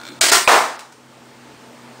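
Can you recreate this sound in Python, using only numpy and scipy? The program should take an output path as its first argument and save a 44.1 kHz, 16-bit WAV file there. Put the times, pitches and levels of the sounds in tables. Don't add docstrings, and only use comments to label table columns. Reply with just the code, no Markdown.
import sys
import numpy as np
from scipy import signal
from scipy.fft import rfft, irfft, next_fast_len
from scipy.io import wavfile
from scipy.ndimage import uniform_filter1d

SR = 44100
rng = np.random.default_rng(int(sys.argv[2]) if len(sys.argv) > 2 else 0)


def rack_gain(trim_db):
    fader = np.asarray(trim_db, float)
    return 10 ** (fader / 20)


def output_pcm(signal):
    pcm = np.clip(np.atleast_2d(signal).T, -1, 1) * 32767
    wavfile.write(sys.argv[1], SR, np.round(pcm).astype(np.int16))


N = 88200
LOW_CUT_HZ = 450
WALL_S = 0.003
THUD_DB = -39.5
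CRASH_RISE_S = 0.0025


def seconds(n):
    return np.arange(n) / SR


def noise(n):
    return rng.standard_normal(n)


def unit(x):
    return x / np.sqrt(np.mean(x ** 2) + 1e-20)


def along(points, hz):
    f, v = np.transpose(points)
    return np.interp(np.log(hz + 1), np.log(f + 1), v)


def filtered(x, response):
    m = next_fast_len(len(x) + 8192)
    hz = np.fft.rfftfreq(m, 1 / SR)
    return irfft(rfft(x, m) * response(hz), m)[:len(x)]


def coloured(x, points):
    return filtered(x, lambda hz: rack_gain(along(points, hz)))


def low_cut(x):
    return filtered(x, lambda hz: hz ** 2 / (hz ** 2 + LOW_CUT_HZ ** 2))


def narrow_noise(centre_hz, width_hz):
    return unit(filtered(noise(N), lambda hz: np.exp(-((hz - centre_hz) / width_hz) ** 2)))


def decay(t, t60_s):
    return rack_gain(-60 * t / t60_s)


def onset(t, rise_s):
    return 1 - np.exp(-t / rise_s)


def ring(modes, t, spread_db):
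    total = np.zeros(len(t))
    for hz, db, t60_s in modes:
        level_db = db + spread_db * rng.standard_normal()
        total += rack_gain(level_db) * decay(t, t60_s) * np.sin(2 * np.pi * hz * t)
    return total


def add(track, start_s, sound):
    part = track[round(start_s * SR):][:len(sound)]
    part += sound[:len(part)]


# (frequency [Hz], t60 [s])
ROOM_T60 = [(150, 0.8), (400, 0.47), (1000, 0.58), (2500, 0.5), (6000, 0.55), (12000, 0.46)]


def tail():
    hz, t, z = signal.stft(noise(SR), SR, nperseg=256)
    t60_s = along(ROOM_T60, hz)[:, None]
    h = signal.istft(z * decay(t, t60_s), SR, nperseg=256)[1]
    return h / np.linalg.norm(h)


def room(x, wet_db):
    late = np.pad(x, (round(WALL_S * SR), 0))
    return x + rack_gain(wet_db) * signal.fftconvolve(late, tail())[:N]


# (frequency [Hz], level [dB])
AIR_COLOUR = [(20, -32), (60, -24), (118, -14), (190, -11.5), (280, -6), (900, -10), (3000, -19.5),
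              (9000, -27), (13000, -27.5), (16000, -28.5)]
# (frequency [Hz], width [Hz], level [dB])
FRIDGE_LINES = [(128, 14, -53), (240.5, 8, -49.5), (332, 10, -59), (888, 8, -55.5)]


def air():
    air_db, fuzz = -44, 0.3
    z = signal.stft(noise(N + 512), nperseg=512)[2]
    patches = uniform_filter1d(rng.standard_normal(z.shape), 6, 0)
    patches = uniform_filter1d(patches, 10, 1)
    patchy = signal.istft(z * unit(rack_gain(unit(patches))), nperseg=512)[1][:N]
    out = rack_gain(air_db) * unit(coloured(patchy, AIR_COLOUR))
    for hz, width_hz, db in FRIDGE_LINES:
        tone = np.sin(2 * np.pi * hz * seconds(N))
        out += rack_gain(db) * (tone + fuzz * narrow_noise(hz, width_hz))
    return out


# (time [s], peak level [dB], treble [dB])
TICKS = [
    (.0003, -26, -10),
    (0.0136, -22.5, -10.5),
    (0.034, -24, -5),
    (.052, -27, -0.5),
    (.0664, -28, 0),
    (.0764, -31, 1.5),
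    (.0868, -28, 0),
    (.1044, -37, -6),
    (.120, -51.5, 16.5),
    (.1324, -38, -5),
]
# (frequency [Hz], level [dB], t60 [s])
ROD = [(1436, 5.5, 0.011), (2290, -1, 0.019), (3650, 10.5, 0.0079), (4110, 10.5, 0.0073), (5380, 3, .006),
       (6660, -23, .006)]
# (time [s], level [dB])
RUMBLE = [
    (.05, -69),
    (.09, -43),
    (.135, -42),
    (0.192, -57),
]


def ticks():
    rise_s, crack_db, crack_t60_s = 0.001, -1.5, 0.026
    out, t = np.zeros(N), seconds(SR // 10)
    for start_s, db, treble_db in TICKS:
        crack = rack_gain(crack_db) * decay(t, crack_t60_s) * noise(len(t))
        body = ring(ROD[:1], t, 0.64)
        treble = ring(ROD[1:], t, 1.8) + crack
        knock = body + rack_gain(treble_db) * treble
        add(out, start_s, rack_gain(db - 3.5) * knock * onset(t, rise_s))
    roll_db = np.interp(seconds(N), *np.transpose(RUMBLE), right=-120)
    roll = narrow_noise(centre_hz=283, width_hz=91) * rack_gain(roll_db)
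    return room(low_cut(out), wet_db=-3) + roll


# (frequency [Hz], level [dB])
TABLE_COLOUR = [(20, -1), (70, -4), (200, -22), (400, -45)]


def thud(db):
    t = seconds(SR // 2)
    return rack_gain(db) * decay(t, 0.46) * unit(coloured(noise(len(t)), TABLE_COLOUR))


def clatter(t60_s, colour):
    grains_per_s, spread_db, grain_t60_s = 2500, 5, 0.005
    t = seconds(SR // 2)
    struck = rng.random(len(t)) < grains_per_s / SR
    hits = struck * rack_gain(spread_db * noise(len(t)).clip(-2, 2))
    envelope = np.convolve(hits, decay(t[:400], grain_t60_s))[:len(t)]
    grains = envelope * noise(len(t))
    return unit(coloured(grains, colour)) * decay(t, t60_s) * onset(t, CRASH_RISE_S)


# (time [s], level [dB], clatter t60 [s], room level [dB])
LANDINGS = [
    (.2095, -10, 1, -1),
    (0.317, -6, 0.28, 1),
]
# (frequency [Hz], level [dB])
LANDING_COLOURS = [
    [(100, -33), (300, -17), (700, -6.5), (1900, -2.5), (3100, -5), (4200, -3.5), (8500, -4),
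     (16000, -11.5)],
    [(100, -30), (400, -11.5), (540, -21), (750, -5), (1900, -0.5), (3100, -8.5), (5000, -5), (16000, -10)],
]
# (frequency [Hz], level [dB], t60 [s])
WALL_MODES = [
    [(365, 0, 0.078), (592, 2.5, 0.096), (846, -4, 0.063), (2390, -12, .03), (4156, 4, 0.053)],
    [(395, 0, 0.075), (709, 6, 0.031), (872, 3.5, 0.032), (1398, 1, 0.045), (1900, 2, .04),
     (4560, -7, 0.045)],
]
# (delay [s], level [dB], wall ring [dB])
ROCKS = [
    [(0, 0.5, -15), (.013, 3.5, -16), (.024, -2, 6.5), (.052, -5, -4), (.074, 2, -12)],
    [(0, 0.5, 3), (.007, -7.5, -4), (.016, -2, -5), (.036, 0.5, -9), (.05, -7.5, 4.5)],
]
# (frequency [Hz], level [dB], t60 [s])
PIN = [(6900, -4.5, 0.037), (8200, -2, .03)]


def bucket():
    wall_base_db, blow_db, blow_t60_s = -8, 4, 0.047
    total, t = np.zeros(N), seconds(SR // 2)
    rise = onset(t, CRASH_RISE_S)
    for landing, colour, modes, rocks in zip(LANDINGS, LANDING_COLOURS, WALL_MODES, ROCKS):
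        start_s, db, t60_s, wet_db = landing
        out = np.zeros(N)
        add(out, start_s, rack_gain(db) * clatter(t60_s, colour))
        for delay_s, rock_db, wall_db in rocks:
            blow = rack_gain(blow_db) * decay(t, blow_t60_s) * unit(coloured(noise(len(t)), colour))
            wall = rack_gain(wall_base_db + wall_db) * ring(modes, t, 1)
            add(out, start_s + delay_s, rack_gain(db + rock_db) * (blow + wall) * rise)
        total += room(out, wet_db)
        add(total, start_s, thud(THUD_DB))
    add(total, LANDINGS[0][0], ring(PIN, t, 0) * rise)
    return total


# (frequency [Hz], level [dB], t60 [s])
BURST = [(2500, 4, .011), (1050, 0, .018)]
# (frequency [Hz], level [dB])
POP_COLOUR = [(100, -50), (250, -20.5), (400, -8.5), (800, -1.5), (1150, -3), (2100, -9.5), (3000, -15.5),
              (6000, -20.5), (16000, -23.5)]


def balloon():
    pop_s, pop_db, room_db, build_s = 0.4764, 10.5, 26, 0.0036
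    out, t = np.zeros(N), seconds(SR // 20)
    add(out, pop_s, low_cut(-rack_gain(pop_db) * ring(BURST, t, 0)))
    add(out, pop_s, thud(THUD_DB - 3))
    answer = coloured(tail(), POP_COLOUR)
    answer = answer / np.linalg.norm(answer)
    build = onset(seconds(len(answer)), build_s)
    add(out, pop_s + WALL_S / 2, rack_gain(pop_db + room_db) * build * answer)
    return out


# (time [s], level [dB], t60 [s])
SETTLE = [
    (.790, -21, 0.086),
    (0.921, -35, 0.11),
]
# (frequency [Hz], level [dB])
SETTLE_COLOUR = [(300, -30), (1000, -3.5), (3000, -9), (5000, -8), (9000, -12), (16000, -15)]


def parts():
    out = np.zeros(N)
    for start_s, db, t60_s in SETTLE:
        add(out, start_s, rack_gain(db) * clatter(t60_s, SETTLE_COLOUR))
    return room(out, wet_db=-4.5)


def scene():
    return (ticks() + bucket() + balloon() + parts() + air())[None]


# (frequency [Hz], level [dB])
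MIC = [(9000, 1), (10200, -8), (12000, -10.5), (13500, -8.5), (15700, -6), (16000, -66), (16700, -120)]


def microphone(x):
    return coloured(x, MIC)


# (time [s], level [dB])
GAIN = [(0, 0.5), (.2, 0.5), (.22, -4), (.3, -4.5), (.33, -1.5), (.47, -10.5), (.55, -5.5), (.65, -6.5),
        (.78, -8.5), (.9, -8), (1.1, -3.5), (1.4, -1.5), (2, 0.5)]


def slow_gain(x):
    return x * rack_gain(np.interp(seconds(N), *np.transpose(GAIN)))


def trailing_mean(x, length_s):
    return uniform_filter1d(x, round(length_s * SR), origin=round(length_s * SR / 2) - 2)


def limiter(x):
    sense_s, smooth_s, limit_db = 0.009, 0.007, -9
    clip, knee = 1.05, 5.1
    level = np.sqrt(abs(trailing_mean(x ** 2, sense_s)) + 1e-12)
    x = x * trailing_mean(np.minimum(1, rack_gain(limit_db) / level), smooth_s)
    return x / (1 + abs(x / clip) ** knee) ** (1 / knee)


# (end [s], length [s], low edge [Hz], high edge [Hz], level [dB])
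DROPOUTS = [
    (.207, .014, 1300, 17000, -25),
    (.316, .01, 300, 17000, -6),
    (.316, .012, 5500, 17000, -8),
    (.475, .03, 5200, 7500, -12),
    (.472, .027, 2400, 3500, -14),
    (.475, .015, 9000, 17000, -6),
    (.789, .022, 5500, 9500, -9),
    (.115, .02, 4700, 7000, -10),
]


def dropouts(x):
    t = seconds(N)
    for end_s, length_s, low_hz, high_hz, db in DROPOUTS:
        gate = uniform_filter1d(1. * ((t > end_s - length_s) & (t < end_s)), size=80)
        band = filtered(x, lambda hz: (hz > low_hz) & (hz < high_hz))
        x = x - (1 - rack_gain(db)) * gate * band
    return x


def roll_off(x):
    return signal.sosfilt(signal.butter(12, 16650, fs=SR, output="sos"), x)


def record(dry):
    x = slow_gain(microphone(dry[0]))
    x = dropouts(limiter(x))
    x = filtered(x, lambda hz: hz < 16650)
    return roll_off(x[None])


dry = scene()
out = record(dry)
output_pcm(out)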